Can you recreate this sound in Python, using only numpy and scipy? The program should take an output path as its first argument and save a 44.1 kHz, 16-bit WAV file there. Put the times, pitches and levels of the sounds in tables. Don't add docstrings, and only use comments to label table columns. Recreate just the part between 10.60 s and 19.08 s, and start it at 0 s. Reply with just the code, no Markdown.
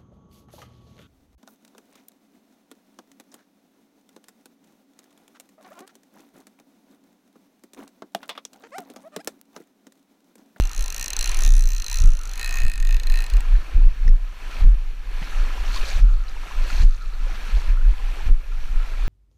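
import sys
import numpy as np
from scipy import signal
from scipy.fft import rfft, irfft, next_fast_len
from scipy.io import wavfile
from scipy.ndimage import uniform_filter1d, map_coordinates

SR = 44100
rng = np.random.default_rng(int(sys.argv[2]) if len(sys.argv) > 2 else 0)


def output_pcm(signal):
    pcm = np.clip(np.atleast_2d(signal).T, -1, 1) * 32767
    wavfile.write(sys.argv[1], SR, np.round(pcm).astype(np.int16))


def rack_gain(trim_db):
    fader = np.asarray(trim_db, float)
    return 10 ** (fader / 20)


N = 373968


def unit(x):
    return x / np.sqrt(np.mean(x ** 2) + 1e-20)


def curves(rows):
    s, *cols = np.transpose(rows)
    return [np.interp(np.arange(N) / SR, s, c) for c in cols]


def peaks_db(floor_db, rows):
    t = np.arange(N) / SR
    slopes = (db - 20 * np.maximum((s - t) / rise, (t - s) / fall) for s, db, rise, fall in rows)
    return 10 * np.log10(rack_gain(2 * floor_db) + sum(rack_gain(2 * level) for level in slopes))


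def wobble(rate):
    knots = rng.standard_normal(int(N * rate / SR) + 4)
    return map_coordinates(knots, [np.arange(N) * rate / SR])


def coloured(x, points, peaks=()):
    m = next_fast_len(N + 8192)
    hz = np.fft.rfftfreq(m, 1 / SR)
    f, db = np.transpose(points)
    slope_db = np.interp(np.log(hz + 1), np.log(f + 1), db)
    bumps_db = sum(g / (1 + (2 * (hz - c) / w) ** 2) for c, w, g in peaks)
    return unit(irfft(rfft(x, m) * rack_gain(slope_db + bumps_db), m)[:N])


def patchy(depth_db):
    z = signal.stft(rng.standard_normal(N + 512), nperseg=512)[2]
    field = uniform_filter1d(rng.standard_normal(z.shape), size=5, axis=0)
    field = uniform_filter1d(field, size=8, axis=1)
    return signal.istft(z * rack_gain(depth_db * unit(field)), nperseg=512)[1][:N]


def bubbles(count, hz, spread, cycles, scatter_db):
    when = rng.random((count, 1))
    tone, size = rng.standard_normal((2, count, 1))
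    pitch = np.clip(hz * np.exp(spread * tone), 150, 15000)
    k = np.arange(int(min(2.5e6 / count, 900)))
    turn = pitch * k / SR
    wave = np.sin(2 * np.pi * turn * (1 + 0.13 * turn / cycles))
    wave *= np.exp(-3 * turn / cycles) * (1 - np.exp(-2 * turn))
    wave *= rack_gain(scatter_db * np.clip(size, -2, 2)) * np.cos(np.pi / 2 * k / len(k))
    return unit(np.bincount(((when * N).astype(int) + k).ravel(), wave.ravel())[:N])


def ring(modes, t, scatter_db, detune=0.009):
    out = 0
    for hz, db, t60 in modes:
        decay = rack_gain(db + scatter_db * rng.standard_normal() - 60 * t / t60)
        out = out + decay * np.sin(2 * np.pi * hz * t * (1 + detune * rng.standard_normal()))
    return out


def swayed(modes, sway_db):
    return [(hz, db + shift, t60) for (hz, db, t60), shift in zip(modes, sway_db)]


# t/s, level/dB
FLOW = [(0, -40), (.5, -46), (.9, -44), (1.7, -48), (2, -43.5), (2.6, -46), (3.4, -48.5), (3.75, -50),
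        (4, -42), (4.4, -52), (4.65, -43.5), (5.4, -41), (5.9, -38), (6.3, -43.5), (6.75, -36), (7.1, -45),
        (7.65, -37.5), (8.48, -43)]
# t/s, level/dB, half length/s
LEG_STEPS = [
    (.72, -40, .08),
    (1.32, -43, .06),
    (1.8, -47, .1),
    (5.2, -45, .15),
    (6.1, -43, .1),
    (8.05, -43, .1),
]
# f/Hz, density/dB
RUSH = [(88, -41), (150, -3), (342, -5), (985, -7.5), (1210, -3.5), (1330, -1), (1530, -4), (2470, -9.5),
        (4000, -14.5), (5200, -43), (8800, -120)]
# f/Hz, density/dB
SPRAY = [(1470, -5.5), (2500, 2), (3720, -3.5), (4270, -7.5), (5150, -11), (5970, -8.5), (8940, -13),
         (13500, -15), (15300, -26), (16000, -61)]
# f/Hz, width/Hz, level/dB
CASE = [(790, 78, 4.5), (1007, 120, 6), (1375, 46, 1), (1657, 170, 4.5), (1784, 110, 3.5), (2430, 600, 4),
        (4366, 420, 7), (5620, 1500, 6)]


def river():
    rush_db, = curves(FLOW)
    flow_spray_db = -3.5 - 43 + 1.05 * (rush_db + 43)
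    spray_db = peaks_db(flow_spray_db, [(s, db, 3 * half, 3 * half) for s, db, half in LEG_STEPS])
    swell = wobble(9)
    gurgles = bubbles(count=2800, hz=989.6, spread=0.5906, cycles=8.7, scatter_db=4)
    rush = coloured(patchy(0.91) + 0.27 * gurgles, RUSH, CASE)
    fizz = bubbles(count=9000, hz=4630, spread=0.56, cycles=7.7, scatter_db=2)
    spray = coloured(patchy(1.7) + 0.43 * fizz, SPRAY, CASE)
    return rack_gain(rush_db + 1.5 + 0.27 * swell) * rush + rack_gain(spray_db + 3.5 + 0.5 * swell) * spray


# t/s, level/dB
HOLLOW = [(0, -54), (.4, -62), (1.0, -62), (1.25, -55), (1.85, -51), (2.1, -64), (4.3, -77), (4.61, -56),
          (5.15, -48), (5.45, -55), (5.62, -50), (5.75, -56), (6.27, -58), (6.5, -52), (7.1, -54),
          (7.2, -49), (7.29, -67), (7.9, -60), (8.1, -53), (8.48, -62)]


def burble():
    band = [(850, -51), (1180, -10.5), (1320, -1.5), (1480, -8.5), (1900, -48)]  # f/Hz, level/dB
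    return rack_gain(curves(HOLLOW)[0] + 1.5) * coloured(patchy(3.5) * rack_gain(2.5 * wobble(22)), band)


# t/s of the peak, level/dB, rise by 20 dB/s, fall by 20 dB/s
GUSTS = [(-0.001, -18.5, 0.6, 0.13), (0.207, -13.7, 0.06, 0.08), (0.946, -6.9, 0.37, 0.17),
         (1.059, -15.1, 0.03, 0.28), (1.477, -3.0, 0.12, 0.08), (2.055, -10.2, 0.22, 0.11),
         (2.216, -15.3, 0.04, 0.03), (2.361, -11.1, 0.36, 0.06), (2.51, -9.4, 0.15, 0.16),
         (2.757, -6.4, 0.04, 0.09), (2.952, -9.0, 0.2, 0.08), (3.167, -6.0, 0.03, 0.17),
         (3.27, -4.6, 0.08, 0.03), (3.505, -3.7, 0.11, 0.1), (4.055, -2.1, 0.05, 0.14),
         (4.366, -21.6, 0.29, 0.6), (4.807, -12.6, 0.15, 0.19), (5.005, -19.5, 0.09, 0.59),
         (5.209, -15.0, 0.05, 0.12), (5.43, -6.8, 0.11, 0.25), (6.027, -13.5, 0.16, 0.16),
         (6.258, -5.4, 0.16, 0.08), (6.65, -21.6, 0.6, 0.6), (6.962, -9.7, 0.06, 0.05),
         (7.098, -9.0, 0.04, 0.16), (7.305, -8.8, 0.36, 0.04), (7.438, -18.1, 0.14, 0.18),
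         (7.724, -5.2, 0.11, 0.07), (8.169, -12.4, 0.28, 0.11), (8.451, -16.1, 0.33, 0.05)]
# f/Hz, level/dB
BOOM = [(5, -32), (14, -1.5), (27, -1), (38, -9), (50, -16), (65, -41), (120, -82.5)]
# f/Hz, level/dB
DAMPING = [(5, 19), (12, 1), (50, 3), (66, -11), (95, -40), (200, -97)]
# t/s, dent level/dB, thump level/dB
FRONTS = [(-.022, -8, -45), (0.838, -22, -32), (1.409, -14.5, -28), (2.015, -21.5, -35),
          (2.721, -23.5, -40), (3.145, -15, -31), (3.22, -35, -36), (3.45, -19, -29), (4.015, -15, -27),
          (5.346, -20, -44), (5.395, -20, -31), (6.145, -24, -42), (6.2, -11.5, -29), (6.93, -35, -43),
          (7.07, -35, -37), (7.66, -17, -29), (8.474, -16, -36)]
# f/Hz, density/dB
THUMP = [(32, -34), (55, -5), (81, -11), (161, -19.5), (248, -29), (439, -37.5), (500, -37), (650, -71),
         (1100, -120)]


def wind():
    boom_db = peaks_db(-29, GUSTS)
    rung = np.sqrt(2) * np.sin(2 * np.pi * np.cumsum(28 * (1 + 0.1637 * wobble(18))) / SR)
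    shaken = np.clip((-6 - boom_db) / 20, .2, .8)
    shaking = coloured(rng.standard_normal(N), BOOM)
    pushes = rack_gain(boom_db) * (np.sqrt(1 - shaken ** 2) * rung + shaken * shaking)
    limited = .8 * np.tanh(pushes / .8)
    boom = np.std(pushes) * coloured(limited, DAMPING)

    late_s, rise_s, fall_s = .04, .06, .055
    eddy_db = -37 + .75 * boom_db
    thump_db = peaks_db(eddy_db, [(s + late_s, db, rise_s, fall_s) for s, _, db in FRONTS])
    thump = unit(rack_gain(1.5 * wobble(40)) * coloured(rng.standard_normal(N), THUMP))
    return boom + rack_gain(thump_db + 2.5) * thump


def dents():
    pre_s = .1
    out, t = np.zeros(N + SR), np.arange(SR // 5) / SR
    swing = np.sin(2 * np.pi * np.cumsum(32 + 35 * np.exp(-t / 0.031)) / SR)
    swing *= rack_gain(-60 * t / 0.3) * (1 - np.exp(-t / 0.0076))
    for s, db, _ in FRONTS:
        out[round((s + pre_s) * SR):][:len(t)] += rack_gain(db + 4.0) * swing
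    return out[round(pre_s * SR):][:N]


# t/s, level/dB, rise by 20 dB/s, fall by 20 dB/s
SPATTERS = [
    (5.16, -39, .1, .08),
    (5.27, -40, .06, .25),
    (5.55, -43, .3, .3),
    (6.18, -41.5, .35, .3),
    (6.29, -39, .1, .5),
    (6.98, -46, .3, .2),
]
# f/Hz, density/dB
SPATTER = [(2600, -40), (3500, -8), (4300, 0), (5100, -10), (6200, -5), (8000, -11), (14000, -20),
           (16000, -60)]


def spatter():
    grains = bubbles(count=5000, hz=4800, spread=.35, cycles=4.5, scatter_db=5)
    return rack_gain(peaks_db(-80, SPATTERS)) * coloured(patchy(2.5) + 1.1 * grains, SPATTER)


# t/s, peak level/dB, f/Hz, lower ring level/dB
DROPS = [(3.479, -26, 5280, 5), (3.912, -34, 4140, -7), (4.627, -27, 3000, 2.5), (5.0534, -28, 3000, -8),
         (5.0789, -32, 3640, -5), (5.131, -25, 4280, -7), (5.1466, -23, 4660, -17),
         (5.1603, -16.5, 4380, -16), (5.2143, -26, 3980, -9), (5.2545, -22, 4100, -19),
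         (5.2894, -22, 4500, -14), (5.3128, -27, 4260, -13), (5.33, -31, 3620, -13),
         (5.3702, -35, 4360, -8), (5.4106, -31, 4270, -18), (5.683, -29, 4100, -15),
         (6.0671, -37, 4330, -4), (6.1016, -23, 4430, -5), (6.5361, -33, 4140, -3), (6.746, -31, 4400, -9),
         (7.0025, -33.5, 4260, -13), (7.0933, -44, 3000, -15), (7.663, -39, 5430, -16)]
# t/s, peak level/dB, f/Hz
PLOPS = [(0.695, -28, 930), (1.319, -30, 900), (1.96, -29, 1020), (2.722, -35, 1470), (2.82, -35, 1320),
         (3.911, -31, 1300), (4.059, -44, 476), (5.161, -21, 990), (5.765, -29, 880), (5.91, -25, 1000),
         (6.048, -32, 465), (6.101, -22, 1330), (6.534, -45, 1250), (6.668, -29.5, 492), (7.17, -32, 1280),
         (7.21, -31, 1400), (7.25, -31, 1520), (7.485, -55, 960), (7.604, -26, 810), (8.375, -35, 550),
         (4.617, -20, 149)]


def drops():
    out, t = np.zeros(N + SR), np.arange(SR // 25) / SR
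    for s, db, hz, low_db in DROPS:
        tick = ring([(hz, 0, .01), (1.1 * hz, -5, .008), (1900, low_db, .012)], t, 1.3, detune=.02)
        tick += .15 * rack_gain(-60 * t / .008) * rng.standard_normal(len(t))
        for late, tone in rng.random((4, 2)):
            droplet = ring([(3000 + 4000 * tone, -8, .006)], t, 2.2)
            tick += np.roll(droplet, int(.018 * late * SR))
        out[round(s * SR):][:len(t)] += rack_gain(db - 1.5) * tick * (1 - np.exp(-t / 0.00053))
    for s, db, hz in PLOPS:
        plop = rack_gain(db - 2.0 - 60 * t / 0.037) * np.sin(2 * np.pi * hz * t * (1 + 6 * t))
        out[round(s * SR):][:len(t)] += plop * (1 - np.exp(-t / 0.0015))
    return out[:N]


# t/s, drop level/dB, hold/s
DUCKS = [(0, -8.5, 0.12), (.88, -7.5, 0.3), (1.448, -5.5, 0.11), (2.034, -7.5, 0.2), (2.773, 0, 0.26),
         (3.172, -3, 0.22), (3.485, -5.5, 0.088), (4.037, -7.5, 0.089), (5.409, -13, 0.18),
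         (6.25, -11.5, 0.33), (7.13, -6.5, 0.5), (7.696, -16, 0.1)]


def ducking(recover_db=22):
    t, gain_db = np.arange(N) / SR, np.zeros(N)
    for s, drop_db, hold in DUCKS:
        climbing_db = drop_db + recover_db * np.maximum(t - s - hold, 0)
        gain_db = np.where(t < s, gain_db, np.minimum(0, climbing_db))
    return rack_gain(uniform_filter1d(gain_db, int(0.035 * SR)))


# f/Hz, level/dB, t60/s
FRAME = [(1836, -2, 0.047), (2553, 1.5, 0.034)]
SPOOL = [(2780, -1, .018), (3050, -7, .014), (3720, -2, .012), (4130, 2.5, .017), (4400, -2, .014)]
SPRING = [(5984, 4.5, 0.0076), (6270, -1.5, 0.013), (7030, 2.5, 0.0048)]
HANDLE = [(4880, -6, 0.0042), (5000, 5, 0.0061)]
PAWL = [(6570, 8.5, 0.0043), (7705, -1.5, 0.0074), (8110, -3, 0.0055), (10320, -4.5, 0.0083),
        (11530, -9.5, .01), (13770, -5.5, 0.0061), (14900, -12, 0.009)]
# t/s, teeth lost, spread/s
DRAG = [(0.0866, 2.887, 0.049), (0.301, 5.201, 0.083), (0.4715, 0.673, 0.025), (0.5452, 5.7, 0.061),
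        (0.7365, 4.702, 0.055), (0.9218, 0.802, 0.025), (1.0541, 1.548, 0.042), (1.2292, 4.174, 0.066),
        (1.4318, 2.063, 0.043), (1.5949, 3.218, 0.061), (1.7399, 5.224, 0.093), (1.9104, 1.108, 0.041),
        (2.0088, 0.893, 0.034), (2.1171, 1.852, 0.057), (2.2235, 5.204, 0.076), (2.3821, 2.115, 0.044),
        (2.4594, 6.93, 0.077), (2.6914, 5.455, 0.062), (2.8287, 8.739, 0.081)]
# t/s, level/dB
CLICKS = [(0, -18), (.35, -14.5), (.63, -14), (.72, -18), (.85, -15.5), (1.35, -13.5), (1.5, -23.5),
          (2.0, -24), (2.1, -20), (2.3, -20.5), (2.85, -30.5)]
# frame, spool, spring, handle, pawl level/dB
FACING_DB = [
    (-15, -5.5, -.5, -18, -2.5),
    (1, -1.5, -18, -3, 1.5),
]


def reel():
    teeth, teeth_per_s, first_s, first_tooth = 151, 76, .01, .3
    turn_s, turn_spread_s = 1.77, .04
    out, t, clock = np.zeros(N + SR), np.arange(SR // 25) / SR, np.arange(N) / SR
    lost = sum(count * (1 + np.tanh((clock - s) / spread)) / 2 for s, count, spread in DRAG)
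    passed = first_tooth + teeth_per_s * (clock - first_s) - lost
    speed = np.gradient(passed) * SR
    sway = uniform_filter1d(rng.standard_normal((teeth, 2, len(PAWL))), size=9, axis=0)
    sway_db = 3 * unit(sway)
    tooth_s = np.interp(np.arange(teeth), passed, clock)
    for s, (pawl_sway, spool_sway) in zip(tooth_s, sway_db):
        turned = (1 + np.tanh((s - turn_s) / turn_spread_s)) / 2
        frame_db, spool_db, spring_db, handle_db, pawl_db = np.dot([1 - turned, turned], FACING_DB)
        db = np.interp(s, *np.transpose(CLICKS)) + 0.7 * rng.standard_normal()
        frame_db += .17 * (speed[round(s * SR)] - 55)

        pawl = ring(swayed(PAWL, pawl_sway), t, 1.5, detune=.015)
        pawl += .35 * rack_gain(-60 * t / 0.0076) * rng.standard_normal(len(t))
        snap = rack_gain(pawl_db) * pawl
        snap += rack_gain(spring_db) * ring(SPRING, t, 1.6)
        snap += rack_gain(handle_db) * ring(HANDLE, t, 1.5)
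        snap *= 1 - np.exp(-t / 0.00032)

        body = rack_gain(spool_db) * ring(swayed(SPOOL, spool_sway), t, 1.6)
        body += rack_gain(frame_db) * ring(FRAME, t, 1.5)
        body *= 1 - np.exp(-(t / 0.0009) ** 2)

        bounce_s = 0.0016 + 0.00014 * rng.standard_normal()
        bounce = np.pad(snap, (round(bounce_s * SR), 0))[:len(t)]
        out[round(s * SR):][:len(t)] += rack_gain(db - 4.5) * (snap + 0.31 * bounce + body)
    return out[:N]


def scene():
    ducked = ducking() * (river() + spatter() + reel())
    return (burble() + wind() + dents() + drops() + ducked)[None]


def roll_off(x):
    return signal.sosfilt(signal.butter(12, 16440, fs=SR, output="sos"), x)


# f/Hz, level/dB
RESPONSE = [(20, 1), (14300, -0.5), (15000, 4), (15600, -10), (16300, -40), (17000, -60)]


def record(dry):
    hissed = dry[0] + rack_gain(-65) * rng.standard_normal(N)
    heard = np.std(dry) * coloured(hissed, RESPONSE)[None]
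    rounded = heard / (1 + np.abs(heard / .85) ** 10) ** (1 / 10)
    return roll_off(rounded)


dry = scene()
out = record(dry)
output_pcm(out)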